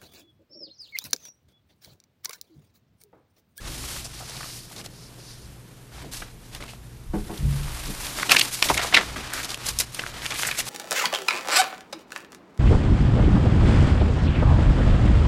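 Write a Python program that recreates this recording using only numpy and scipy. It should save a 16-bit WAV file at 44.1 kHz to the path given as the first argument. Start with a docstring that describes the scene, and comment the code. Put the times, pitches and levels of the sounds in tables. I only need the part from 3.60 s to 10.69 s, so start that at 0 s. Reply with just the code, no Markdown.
"""Sheets of paper slide over each other on a meeting table that carries the microphones: gusty,
ticking noise in three bands. Creases snap as ringing noise bursts with a crack and a flap; folds
crinkle in dense grain, pages skim flat and the stack is patted down. Hands bump and rap the top,
whose resonances boom into the stands. Behind it: a quiet room with mains hum. Nearly mono."""
import sys
import numpy as np
from scipy import signal
from scipy.fft import rfft, irfft
from scipy.io import wavfile
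from scipy.ndimage import uniform_filter1d

SR = 44100
rng = np.random.default_rng(int(sys.argv[2]) if len(sys.argv) > 2 else 0)


def field_ratio(decibels):
    """Amplitude ratio for a level in dB (20 dB per decade); scalars and array-likes work."""
    return 10 ** (np.asarray(decibels, dtype=float) / 20)


def output_pcm(signal):
    """Save a mono or channel-first signal as 16-bit PCM at the path in sys.argv[1].

    Samples are clipped to [-1, 1] before scaling.
    """
    pcm = np.clip(np.atleast_2d(signal).T, -1, 1) * 32767
    wavfile.write(sys.argv[1], SR, np.round(pcm).astype(np.int16))


N = 312669
TIME = np.arange(N) / SR

# room tone spectrum, before its overall level: f/Hz, density/dB
ROOM_SPECTRUM = [(15, -33), (25, 0.5), (66, -22), (86, -12.5), (122, -3), (253, -14), (457, -17),
                 (509, -21), (552, -22.5), (14300, -38.5), (14600, -75)]
# mains hum before it wavers: f/Hz, rms level/dB
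MAINS_HUM = [(60, -58.5), (120, -50.5), (360, -70)]
ROOM_DB = -48

# resonances of the table, from soft sway to hard knock: f/Hz, width/Hz, level within the group/dB
SWAY_MODES = [(27, 7.7, 0.5), (37.8, 4.7, -1)]
BOOM_MODES = [(58.35, 5.9, 0.5), (80.5, 49, -2.5)]
PANEL_MODES = [(139.7, 3.4, -1), (189, 30, -16)]
KNOCK_MODES = [(186, 100, 1), (263.7, 26, -6), (305, 130, 3.5), (466, 260, -2.5), (700, 67, -47)]
# the table at rest, one value each for sway, boom, panel and knock, before wandering: level/dB
TREMBLE_DB = (-67, -59.5, -66.5, -70)
# hands and arms pressing the table: t/s, length/s, level/dB, hardness (0 sway, 1 boom, 2 panel, 3 knock)
BUMPS = [(0.0, 0.12, -36.5, 0.39), (.13, 0.37, -40.5, 0.74), (.05, 0.3, -44, 2.7), (.55, .28, -57, 0.62),
         (.75, 0.083, -44.5, 2.3), (1.13, 0.14, -47, 2.9), (1.82, 0.13, -44.5, 1.24),
         (2.33, 0.15, -42.5, 1), (2.43, 0.051, -38.5, 2.7), (2.52, 0.18, -42, .1), (2.6, 0.071, -45, 0.77),
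         (2.61, 0.045, -44, 3.5), (2.93, 0.18, -44, 0.6), (3.0, 0.058, -42.5, 3.4),
         (3.12, 0.23, -42.5, 0.97), (3.33, 0.085, -47, .1), (3.475, 0.051, -30.5, 0.5),
         (3.53, 0.15, -31.5, 0.42), (3.8, 0.13, -22, 0.9), (3.6, .2, -46, 3), (3.81, 0.18, -24, 1.8),
         (3.98, 0.12, -28.5, 0.37), (4.09, 0.13, -37.5, 0.79), (4.2, 0.17, -35.5, 0.12),
         (4.275, 0.052, -30, 2.34), (4.38, 0.19, -41.5, 0.57), (4.57, 0.058, -38.5, 2.7),
         (4.682, 0.12, -35, 2.9), (5.097, 0.02, -24, 2.86), (5.07, 0.089, -31, 0.82),
         (5.17, 0.15, -40, 1.34), (5.33, 0.089, -29.5, 3.55), (5.4, 0.3, -39.5, 0.7),
         (5.55, 0.047, -35.5, 3.25), (5.72, 0.18, -47, .6), (6.04, 0.18, -39, 0.75), (6.45, 0.2, -44, 0.44),
         (6.82, 0.091, -54, 1.9), (6.98, .07, -42, 3.5), (6.99, .05, -48, .3)]
BUMP_PEAK, BUMP_RELEASE = 0.26, 0.74  # shares of the length
HARDNESS_DB = 13.5  # loss per squared step of hardness
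HANDLING_DB = -8.5  # rubbing paper also knocks the top

# knuckles rapping the top: t/s, peak level/dB, contact time constant/ms, brightness/(dB per octave)
RAPS = [(3.533, -15.5, 17, -1), (3.692, -24, 19, 3), (4.28, -34, 12, -3)]
# what the rapped top rings with, before brightness: f/Hz, level/dB, t60/s
TOP_MODES = [(209, 0, 0.24), (324, 0, .08), (408, -3, .1), (467, -11.5, 0.082), (580, -13.5, 0.074),
             (734, -9, .06), (830, -12.5, 0.05), (940, -21, 0.04), (1055, -25, .05), (1380, -27, .04)]

# the stack patted down, hollow and dull: t/s, peak level/dB, ring f/Hz, decay/ms
PATS = [(0.604, -33, 730, 9.5), (0.741, -40, 850, 7.5), (1.11, -37, 800, 6), (1.165, -38, 417, 7.5),
        (1.58, -35.5, 364, 7), (2.445, -35, 433, 1.1), (5.054, -22.5, 353, 3.6), (5.103, -11.5, 700, 3),
        (5.112, -9.5, 726, 1.9), (5.152, -25.5, 199, 4), (5.164, -27, 298, 2), (5.193, -19, 780, 2.3),
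        (5.245, -16.5, 730, 3.6), (5.273, -25, 714, 5), (5.326, -21, 750, 3)]
PAT_FLAP_DB, PAT_CRACK_DB = -3, -35  # re ring

# a sheet crumpling softly: t/s, length/s, level/dB, f/Hz
CRINKLES = [(4.696, 0.051, -30, 2300), (5.173, 0.054, -34, 1600), (5.37, 0.026, -30, 1900),
            (5.72, .1, -35.5, 1610), (6.62, 0.05, -34, 1900), (6.75, 0.084, -36, 2200),
            (6.816, 0.11, -32, 1810), (6.946, 0.051, -39, 1900)]
CRINKLE_OCTAVES, GRAINS_PER_S, GRAIN_SPREAD_DB = 1.24, 1000, 4

# creases snapping: t/s, peak level/dB, ring f/Hz, crack level re ring/dB, decay/ms (held to 0.2-15)
SNAPS = [(0.443, -24, 5550, -7.5, 11), (.598, -31, 7000, -10, 2.4), (0.696, -26.5, 5020, -15, 1.4),
         (.7662, -27, 3900, -22, 1.8), (.808, -25, 1200, -16, 2), (0.8297, -26.5, 1510, -19, 2.4),
         (.841, -29, 1290, -19, 1.6), (1.1624, -27.5, 3950, 2, 2), (1.213, -27.5, 3250, -21, 1.2),
         (1.2603, -22, 4320, 0, 1.5), (2.5262, -41, 3220, -6, 2.6), (2.6188, -25, 1580, -24, 4.1),
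         (2.949, -22, 3040, 8, 1.4), (3.004, -28, 1460, -23, 2.5), (3.0245, -26, 2200, -18, 1.4),
         (3.0381, -24, 1240, 5, 1.4), (3.0776, -29.5, 2630, -12, 11), (3.134, -31.5, 1090, -10, 1.3),
         (3.7746, -27.5, 3440, 8, 3.6), (4.0812, -28.5, 1207, -17, 2), (4.2517, -26, 4590, -2.5, 4.2),
         (4.4109, -26, 7340, -13, 2.4), (4.4672, -19.5, 3740, -5, 1.5), (4.586, -16, 1450, 5, 1.3),
         (4.598, -17.5, 2000, 1, 1.9), (4.6304, -10.5, 1250, -30, 0.93), (4.695, -7, 2400, -21, 1.2),
         (4.711, -4, 2500, -15, 1.6), (4.7172, 7.5, 2600, 5, 2.5), (4.7473, -8.5, 1500, -9, 1.7),
         (4.7637, 3.5, 2400, -25, 2.4), (4.786, -10, 3200, -3, 4.4), (4.795, -4.5, 2960, 7, 2.2),
         (4.811, -4, 2830, -16, 2.6), (4.8554, -21, 3650, 21, 1.9), (5.0248, 5.5, 3000, -9, 1.24),
         (5.085, -13, 3500, -22, 4.5), (5.0987, -7.5, 1010, -19, 2.1), (5.1424, -15, 2230, 8, 2.1),
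         (5.176, -5.5, 2350, -3, 2.4), (5.2147, -15, 2100, -15, 2.5), (5.3243, -15, 1900, -25, 4.2),
         (5.339, -11, 2300, -20, 3.4), (5.3429, 4.5, 2370, -25, 4.3), (5.3662, 0, 2100, -34, 3.8),
         (5.372, -3, 2000, -27, 3), (5.5593, -21.5, 1690, -16, 4.1), (5.7353, -15, 1520, 18, 1.8),
         (5.8297, -20, 2320, 12, 3), (5.838, -20, 6000, 3, 1.5), (5.846, -16, 5000, 3, 0.76),
         (5.853, -20, 5500, 6, 1.7), (5.8924, -22, 4300, -27, 2.6), (5.9035, -18, 4200, -15, 1.5),
         (5.917, -20, 4000, -15, 1.5), (5.943, -15, 2740, 6, 2.3), (5.9745, -25, 1570, 5, 1),
         (6.064, -16, 6230, -2, 2.5), (6.0866, -12.5, 5800, -20, 2.8), (6.1874, -6.5, 4900, 10, 3.6),
         (6.3461, -17.5, 3430, 14, 2.1), (6.3938, -13.5, 2470, -24, 1.25), (6.437, -18.5, 1400, -8, 1.5),
         (6.4636, -17.5, 1770, -7, 0.96), (6.6193, -23, 2670, -20, 1.5), (6.6313, -24, 1880, -20, 1.5),
         (6.6561, -15.5, 1920, -15, 2.6), (6.6618, -12, 2850, -3, 2.4), (6.7053, -20.5, 3800, -22, 3.2),
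         (6.721, -16.5, 2500, -22, 1.2), (6.7472, -18.5, 2170, -6, 7.9), (6.833, -7.5, 1530, -20, 0.8),
         (6.848, -17, 1700, -24, 2.8), (6.8675, -14, 7400, -5, 6.9), (6.8902, -19, 1600, -20, 1.3),
         (6.912, -11, 2260, 0, 2.6), (6.9475, -25, 2090, -20, 1.5), (6.9845, -12.5, 6560, -24, 5.8),
         (6.988, -16, 2550, -17, 7.3), (7.002, -16, 2080, -5, 2.9)]
SNAP_FLAP_DB, FLAP_PER_DB = -17.5, 0.59  # flap re ring at peak 0 dB; gentler creases flap more
# lesser creases at chance moments: peak re the rubbing, middle pitch, decay
SMALL_DB, SMALL_HZ, SMALL_MS = 10.5, 2200, 1.4
RING_OCTAVES, RAGGED_DB = 0.58, 3.5
CRACK_SHARE = 0.48  # the crack's decay as a share of the ring's
SKIRT_DB, SKIRT_OCTAVES = 5.5, 2.15  # a crease also clicks far either side of its ring
OVERTONE, OVERTONE_DB = 1.67, -8.5  # second ring of a crease, as a pitch ratio
RISE = 0.64  # larger = slower start of a burst

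# a page skimming flat: t/s, length/s, level/dB
SKIMS = [(0.52, 0.51, -39), (1.157, 0.043, -37.5), (1.303, 0.18, -45.5), (1.587, 0.16, -42),
         (1.778, 0.086, -48)]
# colour of the thin air gap under it: f/Hz, width/octaves, level/dB
AIR_GAP = [(4920, 0.98, -5.5), (9500, 0.32, -14.5)]

# sheets dragged over each other: t/s, length/s, hiss level/dB, body re hiss/dB (dullness),
# hardest moment as a share of the length
STROKES = [(0.0, .1, -47, 2.5, 0.63), (0.072, 0.35, -38.5, -5.5, 0.81), (0.44, 0.069, -47.5, -2.5, 0),
           (0.497, 0.14, -45, -3.5, 0.52), (0.618, 0.32, -45, -3, 0.25), (0.82, 0.19, -45.5, -12, 0.77),
           (1.01, 0.1, -52, -10, .2), (1.09, 0.082, -49, -7, 0.4), (1.156, 0.059, -46, -1, 0.44),
           (1.236, 0.03, -45, -4, .5), (1.28, 0.6, -56.5, -3.5, 0.67), (2.308, 0.17, -53, 4.5, 0.57),
           (2.511, .11, -39.5, -6.5, 0.2), (2.625, 0.083, -56, 4, 0), (2.815, 0.092, -56.5, -3, .5),
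           (2.913, 0.069, -48.5, 1.5, 0.6), (2.998, 0.063, -50.5, 6, 0.1), (3.06, 0.088, -49.5, -2.5, 0.5),
           (3.528, 0.93, -50.5, 2.5, 0.37), (3.92, 0.56, -46, 2.5, 0.39), (4.215, 0.093, -43, 0.5, 0.45),
           (4.334, 0.26, -39, -1, 0.52), (4.547, 0.32, -36, 0.5, 0.09), (4.688, 0.04, -25, 4, 0.66),
           (4.726, 0.032, -28, -5, 0.1), (4.757, 0.0094, -20, 0, 0.1), (4.776, 0.021, -27, -3, .6),
           (4.805, 0.083, -34, -4, 0.57), (4.907, 0.22, -35, -6.5, 0.1), (5.019, 0.009, -28, 9.5, 0),
           (5.032, .06, -29, -5.5, 0.06), (5.069, 0.048, -30, 4, 0.45), (5.117, 0.051, -34, -4, 0.6),
           (5.166, 0.045, -38, 12.5, 0.02), (5.208, 0.11, -35.5, 2, 0), (5.333, 0.023, -34.5, 14, 0.5),
           (5.358, 0.049, -39, 17, 0), (5.412, .13, -41.5, 4.5, 0), (5.556, 0.13, -43, 5.5, 0),
           (5.648, 0.14, -47.5, 9, 0.56), (5.727, 0.1, -35, -1.5, 0.22), (5.825, 0.046, -40, 3, 0.4),
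           (5.878, 0.071, -38, 0, 0.33), (5.966, 0.092, -44, 3.5, 0.84), (6.046, 0.035, -33, -5.5, 0.4),
           (6.078, 0.028, -31.5, -4.5, 0.3), (6.103, 0.12, -42, -1.5, 0),
           (6.193, 0.013, -20.5, -11.5, 0.34), (6.207, 0.034, -38, -3, 0.1), (6.244, 0.11, -52, 1, 0.16),
           (6.317, 0.09, -41, -3.5, 0.6), (6.385, 0.03, -45.5, 11, 0), (6.403, 0.087, -43.5, 1.5, 0.3),
           (6.474, 0.15, -46.5, 6, 0.82), (6.618, 0.075, -37.5, -3, 0.34), (6.698, 0.043, -41.5, 7, 0.4),
           (6.736, 0.1, -32.5, -7.5, 0.5), (6.818, 0.091, -33, -2, 0), (6.914, 0.068, -39, -5.5, 0.44),
           (6.966, 0.045, -30.5, -8.5, 0.63), (7.016, 0.032, -44.5, 1, .2), (7.049, 0.047, -34.5, -6, 0.7)]
# a thin treble hiss that swells and dips: t/s, level/dB
TREBLE = [(3.52, -80), (3.545, -57), (4.0, -50), (4.5, -45.5), (4.68, -64), (4.83, -39), (4.9, -54),
          (4.94, -37), (5.01, -66), (5.05, -39), (5.16, -56), (5.3, -62), (5.35, -71)]
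# regions of the slide: (Hz, octaves wide)
HISS, BODY, AIR = (4830, 2.05), (1090, 3.33), (10400, 0.9)
AIR_DB, AIR_PER_DULL, REST_DB = -10.5, 0.52, -65.5  # a dull stroke gains body and loses air
CATCH_DB, TICKS_PER_S, TICK_SPREAD_DB, TICK_DB = 1.3, 700, 2.5, -9
SMOOTH_DB, CRINKLE_PER_DB = -44, 0.22  # louder rubbing than SMOOTH_DB goes more unsteady

SHOULDER, RELEASE = 0.45, 0.25  # strength at either end of a movement; release as a share of its length
GRIP_S, LEAN_S = 0.0053, 0.032  # an arm takes hold more slowly than fingers
TAIL_T60_S, TAIL_DB, SIDE_DB = 0.15, -21, -41
TOP_HZ = 15000


def unit(x):
    """Scale to rms 1."""
    return x / np.sqrt(np.mean(x ** 2))


def to_db(power):
    """Power to dB."""
    return 10 * np.log10(power)


def hump(x, hz, octaves):
    """Bell-shaped pass band on a log-frequency axis, as wide as given between its 1/e points."""
    f = np.maximum(np.fft.rfftfreq(len(x), 1 / SR), 1)
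    bell = np.exp(-(np.log2(f / hz) / (octaves / 2)) ** 2)
    return irfft(rfft(x) * bell, len(x))


def walk(rate):
    """Random levels held 1 / rate s and slewed twice; spread near 1."""
    k = int(SR / rate)
    held = np.repeat(rng.standard_normal(N // k + 1), k)
    return unit(uniform_filter1d(uniform_filter1d(held, k), k)[:N])


def swell(age):
    """Leaps up, peaks at 1 and dies away."""
    return (age / RISE) ** RISE * np.exp(RISE - age)


def gesture(s, length, peak, release, grip_s=GRIP_S):
    """Strength of one hand movement: grips, builds to 1, eases off, lets go."""
    at = s + GRIP_S + length * np.array([0, np.clip(peak, .02, .98), 1, 1 + release])
    return np.interp(TIME, [at[0] - grip_s, *at], [0, SHOULDER, 1, SHOULDER, 0])


def grain(per_s, spread_db, most):
    """Sparse one-sample impulses at chance moments, a few much stronger than the rest."""
    size_db = spread_db * np.minimum(rng.exponential(size=N), most)
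    return (rng.random(N) < per_s / SR) * rng.standard_normal(N) * field_ratio(size_db)


def room():
    """Steady ventilation and circuit noise under a slightly wavering mains hum."""
    hz, db = np.transpose(ROOM_SPECTRUM)
    f = np.maximum(np.fft.rfftfreq(N, 1 / SR), 1)
    colour = field_ratio(np.interp(np.log(f), np.log(hz), db))
    air = unit(irfft(rfft(rng.standard_normal(N)) * colour, N))
    hum = 0
    for hz, db in MAINS_HUM:
        hum = hum + field_ratio(db + walk(14.0)) * np.sqrt(2) * np.sin(2 * np.pi * hz * TIME)
    return field_ratio(ROOM_DB) * air + hum


def ring(modes, steady):
    """Resonances shaken by chance; steady near 1 evens out their swelling, as under one long push."""
    out = 0
    for hz, width, db in modes:
        pole = np.exp((2j * np.pi * hz - np.pi * max(width, 1)) / SR)
        swing = signal.lfilter([1], [1, -pole], rng.standard_normal(N))
        even = (swing / np.abs(swing) ** steady).real
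        # the mode passes little far from its pitch
        out = out + field_ratio(db) * unit(hump(even, hz, 5 * width / hz))
    return unit(out)


def table(levels):
    """Uneven pressure shakes the table's modes into the microphone stands; harder contact rings higher ones."""
    power = np.array([field_ratio(db + 6.1 * walk(3.5)) ** 2 for db in TREMBLE_DB])
    power[3] += field_ratio(np.minimum(levels[1], -38) + HANDLING_DB) ** 2
    for s, length, db, hardness in BUMPS:
        shares = field_ratio(db - HARDNESS_DB * (np.arange(4) - hardness) ** 2)
        press = gesture(s, length, BUMP_PEAK, BUMP_RELEASE, LEAN_S)
        power += np.outer(shares, press) ** 2
    groups = (SWAY_MODES, BOOM_MODES, PANEL_MODES, KNOCK_MODES)
    return sum(np.sqrt(p) * ring(modes, steady=.95) for p, modes in zip(power, groups))


def raps():
    """A rough, scraping push shakes the top's modes, which soon die."""
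    out, t = np.zeros(N), TIME[:SR // 2]
    for s, db, contact_ms, tilt_db in RAPS:
        push = rng.standard_normal(len(t)) * swell(t / (contact_ms / 1000))
        note = 0
        for hz, mode_db, t60 in TOP_MODES:
            pole = field_ratio(-60 / (t60 * SR)) * np.exp(2j * np.pi * hz / SR)
            mode = unit(signal.lfilter([1], [1, -pole], push).imag)
            note = note + field_ratio(mode_db + tilt_db * np.log2(hz / TOP_MODES[0][0])) * mode
        at = int(s * SR)
        out[at:at + len(t)] += field_ratio(db) * note / np.max(np.abs(note))
    return out


def bursts(rows):
    """Paper gives way in ragged bursts: a ringing band, a briefer bright crack and a low flap of the sheet."""
    span = 4096
    out, t = np.zeros(N + span), np.arange(span) / SR
    for s, db, hz, crack_db, decay_ms, flap_db in rows:
        noise = rng.standard_normal((2, span))
        age = t / (np.clip(decay_ms, .2, 15) / 1000)
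        # the sheet gives way in jerks about a millisecond apart
        jerks = field_ratio(RAGGED_DB * unit(uniform_filter1d(noise[1], size=40)))
        tone = unit(hump(noise[0], hz, RING_OCTAVES))
        tone = tone + field_ratio(SKIRT_DB) * unit(hump(noise[0], hz, SKIRT_OCTAVES))
        tone = tone + field_ratio(OVERTONE_DB) * unit(hump(noise[0], OVERTONE * hz, RING_OCTAVES / 2))
        tone = tone + field_ratio(flap_db) * unit(hump(noise[0], 620, 0.91))
        crack = field_ratio(crack_db) * unit(hump(noise[0], 8500, 1.5))
        burst = jerks * (swell(age) * tone + swell(age / CRACK_SHARE) * crack)
        at = int(s * SR)
        out[at:at + span] += field_ratio(db) * burst / np.max(np.abs(burst))
    return out[:N]


def pats():
    """The stack meets the table in low ringing bursts with a strong flap and hardly any crack."""
    return bursts([(s, db, hz, PAT_CRACK_DB, ms, PAT_FLAP_DB) for s, db, hz, ms in PATS])


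def crinkles():
    """Many tiny folds give way at once, each a brief ring around the sheet's pitch."""
    folds = grain(GRAINS_PER_S, GRAIN_SPREAD_DB, most=3)
    out = 0
    for s, length, db, hz in CRINKLES:
        crumple = gesture(s, length, .5, RELEASE)
        out = out + field_ratio(db) * crumple * unit(hump(folds, hz, CRINKLE_OCTAVES))
    return out


def small_snaps(levels, count=240):
    """Rows of lesser creases, as strong as the rubbing allows."""
    rows = []
    for i in rng.integers(N, size=count):
        pitch, bright = rng.standard_normal(2)
        db = max(levels[0, i], levels[1, i]) + SMALL_DB
        rows.append((i / SR, db, SMALL_HZ * 2 ** (0.49 * pitch), -14 + 6 * bright, SMALL_MS))
    return rows


def snaps(levels):
    """Each crease lets go in a burst of its own pitch; the gentler it is, the more the sheet flaps."""
    rows = SNAPS + small_snaps(levels)
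    return bursts([(*row, SNAP_FLAP_DB - FLAP_PER_DB * row[1]) for row in rows])


def skim():
    """A page skims flat over another; the thin air gap colours its hiss."""
    noise = rng.standard_normal(N)
    hiss = sum(field_ratio(db) * unit(hump(noise, hz, octaves)) for hz, octaves, db in AIR_GAP)
    return hiss * sum(field_ratio(db) * gesture(s, length, 0.77, RELEASE) for s, length, db in SKIMS)


def rubbing():
    """Levels of hiss, body and air in dB: the powers of all strokes add up, and the treble joins the air."""
    power = np.full((3, N), field_ratio(REST_DB) ** 2)
    for s, length, db, dull_db, peak in STROKES:
        shares = field_ratio(db + np.array([0, dull_db, AIR_DB - AIR_PER_DULL * dull_db]))
        power += np.outer(shares, gesture(s, length, peak, RELEASE)) ** 2
    power[2] += field_ratio(np.interp(TIME, *np.transpose(TREBLE))) ** 2
    return to_db(power)


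def slide(levels):
    """Fibres rub and catch: noise peppered with tiny ticks; gentle sliding is smooth, hard handling crinkles."""
    ticks = grain(TICKS_PER_S, TICK_SPREAD_DB, most=4)
    rub = field_ratio(CATCH_DB * walk(90)) * rng.standard_normal(N) + field_ratio(TICK_DB) * unit(ticks)
    out, jerk = 0, walk(170)
    for shape, db in zip((HISS, BODY, AIR), levels):
        depth_db = np.clip(CRINKLE_PER_DB * (db - SMOOTH_DB), 1, 4)
        # half the unsteadiness is shared by the three regions, half is their own
        unsteady_db = depth_db * (.7 * jerk + .7 * walk(110))
        out = out + field_ratio(db + unsteady_db) * unit(hump(rub, *shape))
    return out


def scene():
    """Paper with a short duller echo from the walls, table and room; left and right barely differ."""
    levels = rubbing()
    paper = slide(levels) + skim() + snaps(levels) + pats() + crinkles()
    t = TIME[:SR // 2]
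    tail = hump(rng.standard_normal(len(t)), 1200, 5.6) * field_ratio(-60 * t / TAIL_T60_S) * (t > .004)
    echo = signal.fftconvolve(paper, tail / np.linalg.norm(tail))[:N]
    mid = paper + field_ratio(TAIL_DB) * echo + table(levels) + raps() + room()
    side = field_ratio(SIDE_DB) * np.roll(mid, 9)  # nine samples late
    return np.array([mid + side, mid - side])


def top_cut(x):
    """Nothing passes above the cut-off."""
    return signal.sosfilt(signal.butter(12, 16430, fs=SR, output="sos"), x)


def record(dry):
    """The loudest peaks are rounded off softly and the extreme top is cut."""
    rounded = .78 * np.tanh(dry / .78)
    low_pass = signal.ellip(8, .2, 60, TOP_HZ, fs=SR, output="sos")
    mix = signal.sosfilt(low_pass, rounded)
    return top_cut(mix)


dry = scene()
out = record(dry)
output_pcm(out)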